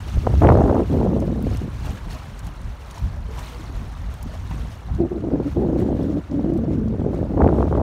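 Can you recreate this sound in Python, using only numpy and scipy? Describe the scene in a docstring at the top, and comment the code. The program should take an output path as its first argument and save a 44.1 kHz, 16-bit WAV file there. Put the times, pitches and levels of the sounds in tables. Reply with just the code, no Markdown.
"""Choppy water at a windy deck

Small waves slop against a low wooden deck just in front of one microphone; each swells the wash
and throws fizzing spray, while drops land close by and trapped air glugs at the boards.
Wind rumbles right on the microphone throughout and buffets it in two long runs of gusts;
mostly in the second, the air sheds vortices at the microphone's edge and hoots unsteadily."""
import sys
import numpy as np
from scipy import signal
from scipy.fft import rfft, irfft, next_fast_len
from scipy.io import wavfile
from scipy.ndimage import uniform_filter1d, map_coordinates

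SR = 44100
rng = np.random.default_rng(int(sys.argv[2]) if len(sys.argv) > 2 else 0)


def put_to_file(sound):
    """Save the sound as 16-bit audio at rate SR, in the file named by the first command-line argument."""
    columns = np.atleast_2d(sound).T  # one column per channel
    safe = np.clip(columns, -1, 1)
    whole_steps = np.round(safe * 32767)
    wavfile.write(sys.argv[1], SR, whole_steps.astype(np.int16))


N = 344862
TIME = np.arange(N) / SR

# air speed, as the rate at which small eddies pass the microphone: time_s, rate_hz
EDDY_RATE = [(0, 220.2), (.48, 680.5), (.56, 523.8), (.76, 518.8), (.88, 340.1), (1.1, 400.1),
             (1.35, 309.1), (1.65, 280.8), (2.1, 170.4), (4.8, 169.8), (5.0, 350.4), (5.7, 369.5),
             (6.85, 270), (7.1, 364.2), (7.33, 371.7), (7.43, 501.5), (7.8, 467.1)]
# vortex hoots at the microphone's edge: start_s, length_s, pitch_hz, share_of_gust_power
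VORTEX_HOOTS = [(0.957, 0.54, 222, 0.22), (4.978, 0.071, 335, 0.69), (5.105, 0.049, 355, 0.77),
                (5.218, 0.065, 332, 0.45), (5.312, 0.032, 280, 0.49), (5.441, 0.051, 285, 0.77),
                (5.57, 0.087, 368, 0.5), (5.679, 0.18, 310, 0.33), (5.908, 0.06, 248, .4),
                (6.019, 0.22, 288, 0.48), (6.295, 0.1204, 280, 0.65), (6.453, 0.12, 326, 0.45),
                (6.555, 0.083, 230, 0.58), (6.665, 0.043, 295, .45), (6.77, 0.15, 222, 0.62)]


def surge_db():
    """Level of the water breaking at the deck: each wave builds to its crest and dies into the foam."""
    # foam lingering along the deck: time_s, level_db
    foam = [(0, -54), (1.3, -57), (2.1, -57.5), (3.2, -60), (3.8, -56.5), (4.85, -59), (5.2, -62),
            (6.1, -62), (6.95, -63), (7.82, -60.5)]
    # waves breaking on the edge: crest_s, level_db, build_s, decay_s
    waves = [(.08, -54.5, 0.083, .2), (.41, -52, 0.15, 0.23), (.93, -55.5, .1, 0.058),
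             (1.55, -49.5, 0.089, .05), (1.87, -49.5, 0.094, 0.14), (2.11, -47, 0.02, .1),
             (2.45, -55, 0.1, 0.12), (2.97, -53.5, 0.14, 0.17), (3.39, -49, 0.06, 0.3),
             (4.35, -52.5, .05, 0.017), (4.54, -54, 0.099, 0.27), (5.48, -56, 0.061, 0.1),
             (5.8, -54, .04, 0.053), (6.02, -57.5, 0.087, 0.26), (6.73, -58.5, 0.018, 0.035),
             (7.15, -56, .02, 0.052), (7.62, -59.5, .14, 0.036)]
    power = amp(follow(foam)) ** 2
    for crest, db, build, decay in waves:
        t = TIME - crest
        fall = np.minimum(np.maximum(-t / build, t / decay), 20)
        power += (amp(db) * np.exp(-fall)) ** 2
    return 10 * np.log10(power)


def wash(base_db=-55, swell_db_per_db=0.47):
    """Near water bubbles and gurgles over the blur of farther wavelets, swelling with each wave."""
    # spectrum of sloshing water: frequency_hz, gain_db
    spectrum = [(120, -12), (250, 1.5), (450, 0), (700, 2), (980, 2.5), (1400, -1.5), (2000, -9),
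                (3000, -23.5), (5000, -30), (15000, -45)]
    near = bubbles(low_hz=235.6, high_hz=4030, per_s=1600, cycles=19, spread_db=3, rise=0.095)
    near = steady(colour(near, spectrum), seconds=0.23)
    far = colour(rng.standard_normal(N), spectrum)
    gurgle = bubbles(low_hz=229.6, high_hz=714, per_s=56, cycles=100, spread_db=3, rise=0.062, count=18)
    level_db = surge_db()
    swell = amp(base_db + swell_db_per_db * (level_db - level_db.mean()))
    return swell * (amp(5.5) * near + amp(5) * far + amp(1) * gurgle)


def spray(sparkle_hz=6000):
    """Tiny bubbles and droplets crackle over hissing foam, loudest and brightest as a crest breaks."""
    # spectrum of spray and foam: frequency_hz, gain_db
    spectrum = [(600, -2.5), (1500, 3.5), (2800, 3.5), (4000, 0), (6000, -3.5), (8500, -8), (12000, -13.5),
                (15500, -17)]
    level_db = surge_db()
    excess_db = level_db - level_db.mean()
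    fizz = bubbles(low_hz=1528, high_hz=14170, per_s=1900, cycles=49, spread_db=4, rise=0.045)
    fizz = steady(colour(fizz, spectrum), seconds=0.067) * amp(0.058 * excess_db)
    hiss = colour(rng.standard_normal(N), spectrum) * amp(2 + 1.8 * wander(rate_hz=26))
    fine = signal.filtfilt(*signal.butter(2, sparkle_hz, "high", fs=SR), fizz + hiss)
    sparkle = (amp(0.25 * excess_db) - 1) * fine  # a strong wave throws extra fine spray
    return amp(level_db) * (fizz + hiss + sparkle)


def glugs(churn=0.72):
    """Water slaps the boards, and the trapped air rings unevenly as it churns."""
    # waves slapping the deck: start_s, level_db, pitch_hz, t60_s, splatter_share
    slaps = [(1.845, -32, 840, 0.092, 0.5), (1.869, -21, 600, 0.13, 0.78), (1.968, -30.5, 1670, 0.11, 0.77),
             (2.47, -38, 810, 0.11, 0.5), (2.975, -33, 943, 0.083, 0.2), (3.28, -28, 431, 0.15, 0.47),
             (3.38, -28, 960, 0.091, 0.24), (3.595, -31, 315, 0.097, 0.34), (3.695, -30, 259, 0.13, 0),
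             (4.257, -27.5, 267, 0.11, 0.44), (4.335, -36, 600, 0.17, 0.57), (4.51, -26.5, 940, 0.14, 0.9),
             (4.885, -32, 753, 0.11, 0.5)]
    out = np.zeros(N)
    for start, db, hz, t60, splatter in slaps:
        noise = rng.standard_normal(SR)
        add(out, start, amp(db + 0.5) * splash(noise, hz, t60, ring=1 - splatter, splat=0.3 * splatter))
    return out * (1 + churn * wander(rate_hz=240))


def drops():
    """Each drop lands with a splat and a short ring."""
    # drops landing close to the microphone: start_s, level_db, pitch_hz
    landings = [(.524, -34, 7300), (1.202, -30, 6450), (1.425, -29.5, 12000), (1.571, -26, 6600),
                (2.392, -26.5, 5850), (2.468, -29, 7040), (2.615, -37, 7000), (2.91, -27.5, 6700),
                (2.981, -28.5, 5000), (3.392, -26, 6400), (4.14, -31, 7500), (4.228, -26.5, 8800),
                (4.948, -32.5, 4194), (5.8, -37, 13870), (6.313, -34.5, 3300), (6.537, -38, 5810),
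                (6.575, -38, 7800), (6.882, -38.5, 4000), (7.146, -41, 7000)]
    out = np.zeros(N)
    for start, db, hz in landings:
        noise = rng.standard_normal(SR // 2)
        add(out, start, amp(db) * splash(noise, hz, t60=0.022, ring=0.11, splat=0.26))
    return out


def splash(noise, hz, t60, ring, splat):
    """A short burst of splatter around the pitch of the bubble that it leaves ringing."""
    tone = bubble(hz, t60, rise=0.12)
    band = signal.butter(2, [hz * 0.55, min(hz * 1.7, SR * 0.45)], "band", fs=SR)
    burst = unit(signal.lfilter(*band, noise))[:len(tone)] * np.geomspace(1, 1e-3, len(tone))
    return ring * tone + splat * burst


def bubbles(low_hz, high_hz, per_s, cycles, spread_db, rise, count=36):
    """A cloud of bubbles of many sizes: most are faint, a few loud."""
    out = np.zeros(N)
    for hz in np.geomspace(low_hz, high_hz, count):
        when, chance = rng.random((4000, 2))[:int(per_s * N / SR / count)].T
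        strength = amp(spread_db * np.minimum(-np.log(1 - chance), 4))
        births = np.bincount((when * N).astype(int), strength, N)
        out += signal.oaconvolve(births, bubble(hz, cycles / hz, rise))[:N] * hz
    return unit(out)


def bubble(hz, t60, rise):
    """A dying ring whose pitch climbs as the bubble nears the surface."""
    t = np.arange(int(t60 * SR) + 2) / SR
    phase = 2 * np.pi * hz * t * (1 + rise * t / t60 / 2)
    onset = 1 - np.exp(-2 * t * hz)
    return np.sin(phase) * onset * amp(-60 * t / t60)


def gust_strength(breeze_db=-48.5, punch_s=0.13):
    """Most gusts hit with a punch, settle and sag toward their end; a light breeze fills the lulls."""
    # gusts striking the microphone: start_s, length_s, level_db, punch_db, sag_db
    gusts = [(0.224, 0.13, -33, 2, 3), (0.409, 0.416, -17.5, 7.5, 0), (0.886, 0.66, -17.5, -1, 11.5),
             (1.585, 0.092, -27, -2, -3), (1.766, 0.16, -34, -15, -10), (2.043, 0.12, -34, 2, 2),
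             (3.037, .035, -33, 2, -3), (3.786, 0.054, -30, -2, 0), (4.493, 0.2, -32.5, 3, 4),
             (4.981, 0.078, -19.5, 5.5, 4), (5.096, 0.12, -25, 3, 7.5), (5.218, 0.12, -23.5, 2.5, 2.5),
             (5.32, .035, -16.5, 3, 1), (5.37, .04, -20, 0.5, -1), (5.443, 0.024, -21, 2.5, -3),
             (5.549, 0.64, -20, 3.5, 1.5), (6.295, 0.66, -19, -2.5, 3), (6.974, 0.288, -24.5, 3.5, 0.5),
             (7.276, 0.11, -27, 3, -6.5), (7.377, 0.17, -19.5, 8, 1), (7.551, 0.13, -20, 3.5, 5),
             (7.696, 0.21, -22, 1.5, -5.5)]
    power = amp(breeze_db) ** 2
    for start, length, db, punch_db, sag_db in gusts:
        age = np.clip(TIME - start, 0, length)
        level_db = db + punch_db * np.exp(-age / punch_s) - sag_db * (age / length) ** 2
        power += (rush(start, length) * amp(level_db)) ** 2
    return np.sqrt(power)


def rush(start, length, attack_s=0.022, release_s=0.013):
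    """Attack, hold and release of a rush of air, 0-1."""
    t = TIME - start
    return np.clip(t / attack_s, 0, 1) * np.exp(-np.clip((t - length) / release_s, 0, 20))


def buffeting(flutter_db=4):
    """Small eddies flutter past, louder and brighter in faster air; at times part of the gust hoots."""
    # spectrum of the small eddies: multiple_of_eddy_rate, gain_db
    spectrum = [(.05, -44), (.15, -11.5), (.33, 0.5), (.7, 2), (1.1, -5), (1.5, -10.5), (2.2, -21.5),
                (3.2, -36.5), (5, -53), (10, -85)]
    flutter = 2 * np.tanh(wander(rate_hz=91.3) / 2)
    rate = follow(EDDY_RATE) * np.exp(0.1419 * flutter)
    pattern = colour(rng.standard_normal(N), spectrum, scale_hz=rate.mean())
    eddies = steady(carried(pattern, rate / rate.mean()) * amp(flutter_db * flutter), seconds=0.031)
    share = np.clip(sum(part * rush(start, length) for start, length, _, part in VORTEX_HOOTS), 0, 1)
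    strength = gust_strength() * amp(-0.33 + 0.03 * wander(rate_hz=23))
    return strength * (np.sqrt(1 - share) * eddies + np.sqrt(share) * hoot(share))


def hoot(share, waver=0.139, octave_db=-17):
    """Vortices leave the edge almost regularly; the weaker the hoot, the more its pitch trembles."""
    notes = [(s, hz) for start, length, hz, _ in VORTEX_HOOTS for s in (start, start + length)]
    pitch = follow(notes) * (1 + waver * (1 - share) * wander(rate_hz=65.8))
    phase = 2 * np.pi * np.cumsum(pitch) / SR
    tone = np.sin(phase) + amp(octave_db) * np.sin(2 * phase)
    return steady(tone * amp(4.9 * wander(rate_hz=40)), seconds=0.039)


def thumps():
    """The strongest single eddies: large ones thud, small ones snap."""
    # eddies hitting the microphone: peak_s, peak_db, centre_hz
    hits = [(0.173, -20.5, 372), (0.181, -5, 54.6), (.269, -10, 775), (0.273, -2.5, 510),
            (0.34, -15.5, 515), (.435, -7, 500), (.472, -13, 1700), (0.49, -6.5, 1300), (.503, -14, 1100),
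            (.61, -10, 520), (0.769, -12, 606), (1.031, -11.5, 450), (1.064, -7, 400), (1.165, -11, 443),
            (1.469, -12, 363), (3.064, -10.5, 76), (5.338, -9.5, 332.5), (7.065, -6, 318), (7.23, -11, 400),
            (7.407, -5.5, 400), (7.42, -9.5, 950), (7.465, -3, 436), (7.477, -19.5, 1400),
            (7.528, -10, 556), (7.628, -7.5, 716), (7.727, -12.5, 750), (7.799, -11.5, 550)]
    out = np.zeros(N)
    for peak, db, hz in hits:
        pulse = eddy(hz)
        add(out, peak - len(pulse) / SR / 2, amp(db) * pulse)
    return out


def crackle(per_s=70, spread_db=8.5, count=5):
    """The fastest air tears off tight little eddies that crack against the microphone's port."""
    out = np.zeros(N)
    for hz in np.geomspace(450, 1000, count):
        when, chance, side = rng.random((2000, 3))[:int(per_s * N / SR / count)].T
        strength = np.sign(side - 0.5) * amp(spread_db * np.minimum(-np.log(1 - chance), 3))
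        hits = np.bincount((when * N).astype(int), strength, N)
        out += signal.oaconvolve(hits, eddy(hz), "same")
    rate = follow(EDDY_RATE)
    return gust_strength() * amp(-11) * (rate / rate.max()) ** 4.16 * unit(out)


def eddy(hz, roundness=12.3):
    """A lone eddy gives one pressure peak between two troughs."""
    t = np.arange(-2000, 2001) / SR
    offset_sq = (np.pi * hz * t) ** 2 / roundness
    return (1 - (2 * roundness + 1) * offset_sq) / (1 + offset_sq) ** (roundness + 2)


def rumble(gust_push_db=-11.5, lumpy_db=2):
    """Large slow eddies press on the microphone, harder in a gust and a little higher in faster air."""
    # spectrum of the large eddies: frequency_hz, gain_db
    spectrum = [(20, -35), (31, -14.5), (42, -3.5), (60, 2.5), (82, -1), (115, -6.5), (170, -14),
                (290, -23), (500, -55), (1000, -78.5)]
    # slow wind pressure on the microphone: time_s, level_db
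    wind_level = [(0.0, -31.5), (0.48, -16.5), (0.74, -21.5), (2.7, -37), (4.46, -30.5), (4.75, -38),
                  (5.86, -26), (6.21, -36.5), (7.82, -22)]
    # large eddies rolling over the microphone: peak_s, level_db, half_length_s
    rolls = [(0.161, -19, 0.022), (0.466, -12.5, 0.13), (1.01, -27, 0.12), (1.496, -21.5, 0.08),
             (1.878, -27, 0.063), (2.458, -25.5, 0.019), (2.675, -27, 0.051), (3.047, -20, 0.028),
             (3.203, -28, 0.093), (3.386, -29.5, .06), (3.775, -24.5, 0.029), (4.065, -27, 0.055),
             (4.258, -26, 0.031), (4.565, -28, 0.14), (4.942, -20.5, 0.044), (7.444, -13, 0.022),
             (7.76, -21.5, 0.23)]
    pace = follow(EDDY_RATE) ** 0.25
    pressure = carried(colour(rng.standard_normal(N), spectrum), pace / pace.mean())
    power = amp(follow(wind_level) - 0.5 + lumpy_db * wander(rate_hz=6.3)) ** 2
    power += (amp(gust_push_db) * gust_strength()) ** 2
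    for peak, db, half in rolls:
        power += amp(db) ** 2 * np.exp(-np.minimum(((TIME - peak) / half) ** 2, 20))
    return np.sqrt(power) * steady(pressure, seconds=0.059)


def carried(pattern, pace):
    """A frozen pattern of eddies drifts past: a quicker pace raises all its frequencies."""
    return map_coordinates(pattern, [np.cumsum(pace)], order=3, mode="mirror")


def amp(db):
    """Decibels to gain."""
    return 10 ** (np.asarray(db) / 20)


def unit(x):
    """Scales to rms 1."""
    return x / np.sqrt(np.mean(x ** 2) + 1e-20)


def follow(curve):
    """A curve of (time, value) points at every sample."""
    return np.interp(TIME, *np.transpose(curve))


def colour(x, spectrum, scale_hz=1):
    """Filters by a spectrum drawn on a log-frequency axis, then scales to rms 1."""
    knots, db = np.transpose(spectrum)
    size = next_fast_len(N)
    hz = np.maximum(np.fft.rfftfreq(size, 1 / SR), 1)
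    gain = amp(np.interp(np.log(hz), np.log(knots * scale_hz), db))
    return unit(irfft(rfft(x, size) * gain, size)[:N])


def wander(rate_hz):
    """Smooth random drift of rms 1 that changes up to about the given rate."""
    size = next_fast_len(N)
    hz = np.fft.rfftfreq(size, 1 / SR)
    return unit(irfft(rfft(rng.standard_normal(size)) / (1 + (hz / rate_hz) ** 4), size)[:N])


def steady(x, seconds):
    """Takes out swells slower than the given time and keeps the fine grain."""
    size = int(seconds * SR)
    power = uniform_filter1d(uniform_filter1d(x ** 2, size), size)
    return x / np.sqrt(abs(power) + 1e-9)


def add(mix, start_s, sound):
    """Mixes a sound in at a time."""
    part = mix[max(round(start_s * SR), 0):][:len(sound)]
    part += sound[:len(part)]


def scene():
    """Water in front of the deck, wind right at the microphone, in mono."""
    water = wash() + spray() + drops() + glugs()
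    wind = rumble() + buffeting() + crackle() + thumps()
    return (water + wind)[None]


def record(dry, band_limit_hz=15750):
    """The microphone overloads softly at full scale; its port and band limit then shape the treble."""
    # notches cut by the narrow sound port: centre_hz, width_hz, gain_db
    notches = [(4920, 230, -3.5), (7700, 690, -2.5), (10450, 470, -4.5)]
    hz = np.linspace(0, SR / 2, 1025)
    port_db = sum(db * np.exp(-((hz - centre) / width) ** 2) for centre, width, db in notches)
    port = signal.firwin2(511, hz, amp(port_db), fs=SR)
    lowpass = signal.firwin(511, band_limit_hz, window=("kaiser", 9), fs=SR)
    overloaded = dry / (1 + dry ** 6) ** (1 / 6)
    faded = overloaded * signal.windows.tukey(N, 0.0015)
    return signal.oaconvolve(faded, np.convolve(port, lowpass)[None], "same")


dry = scene()
out = record(dry)
put_to_file(out)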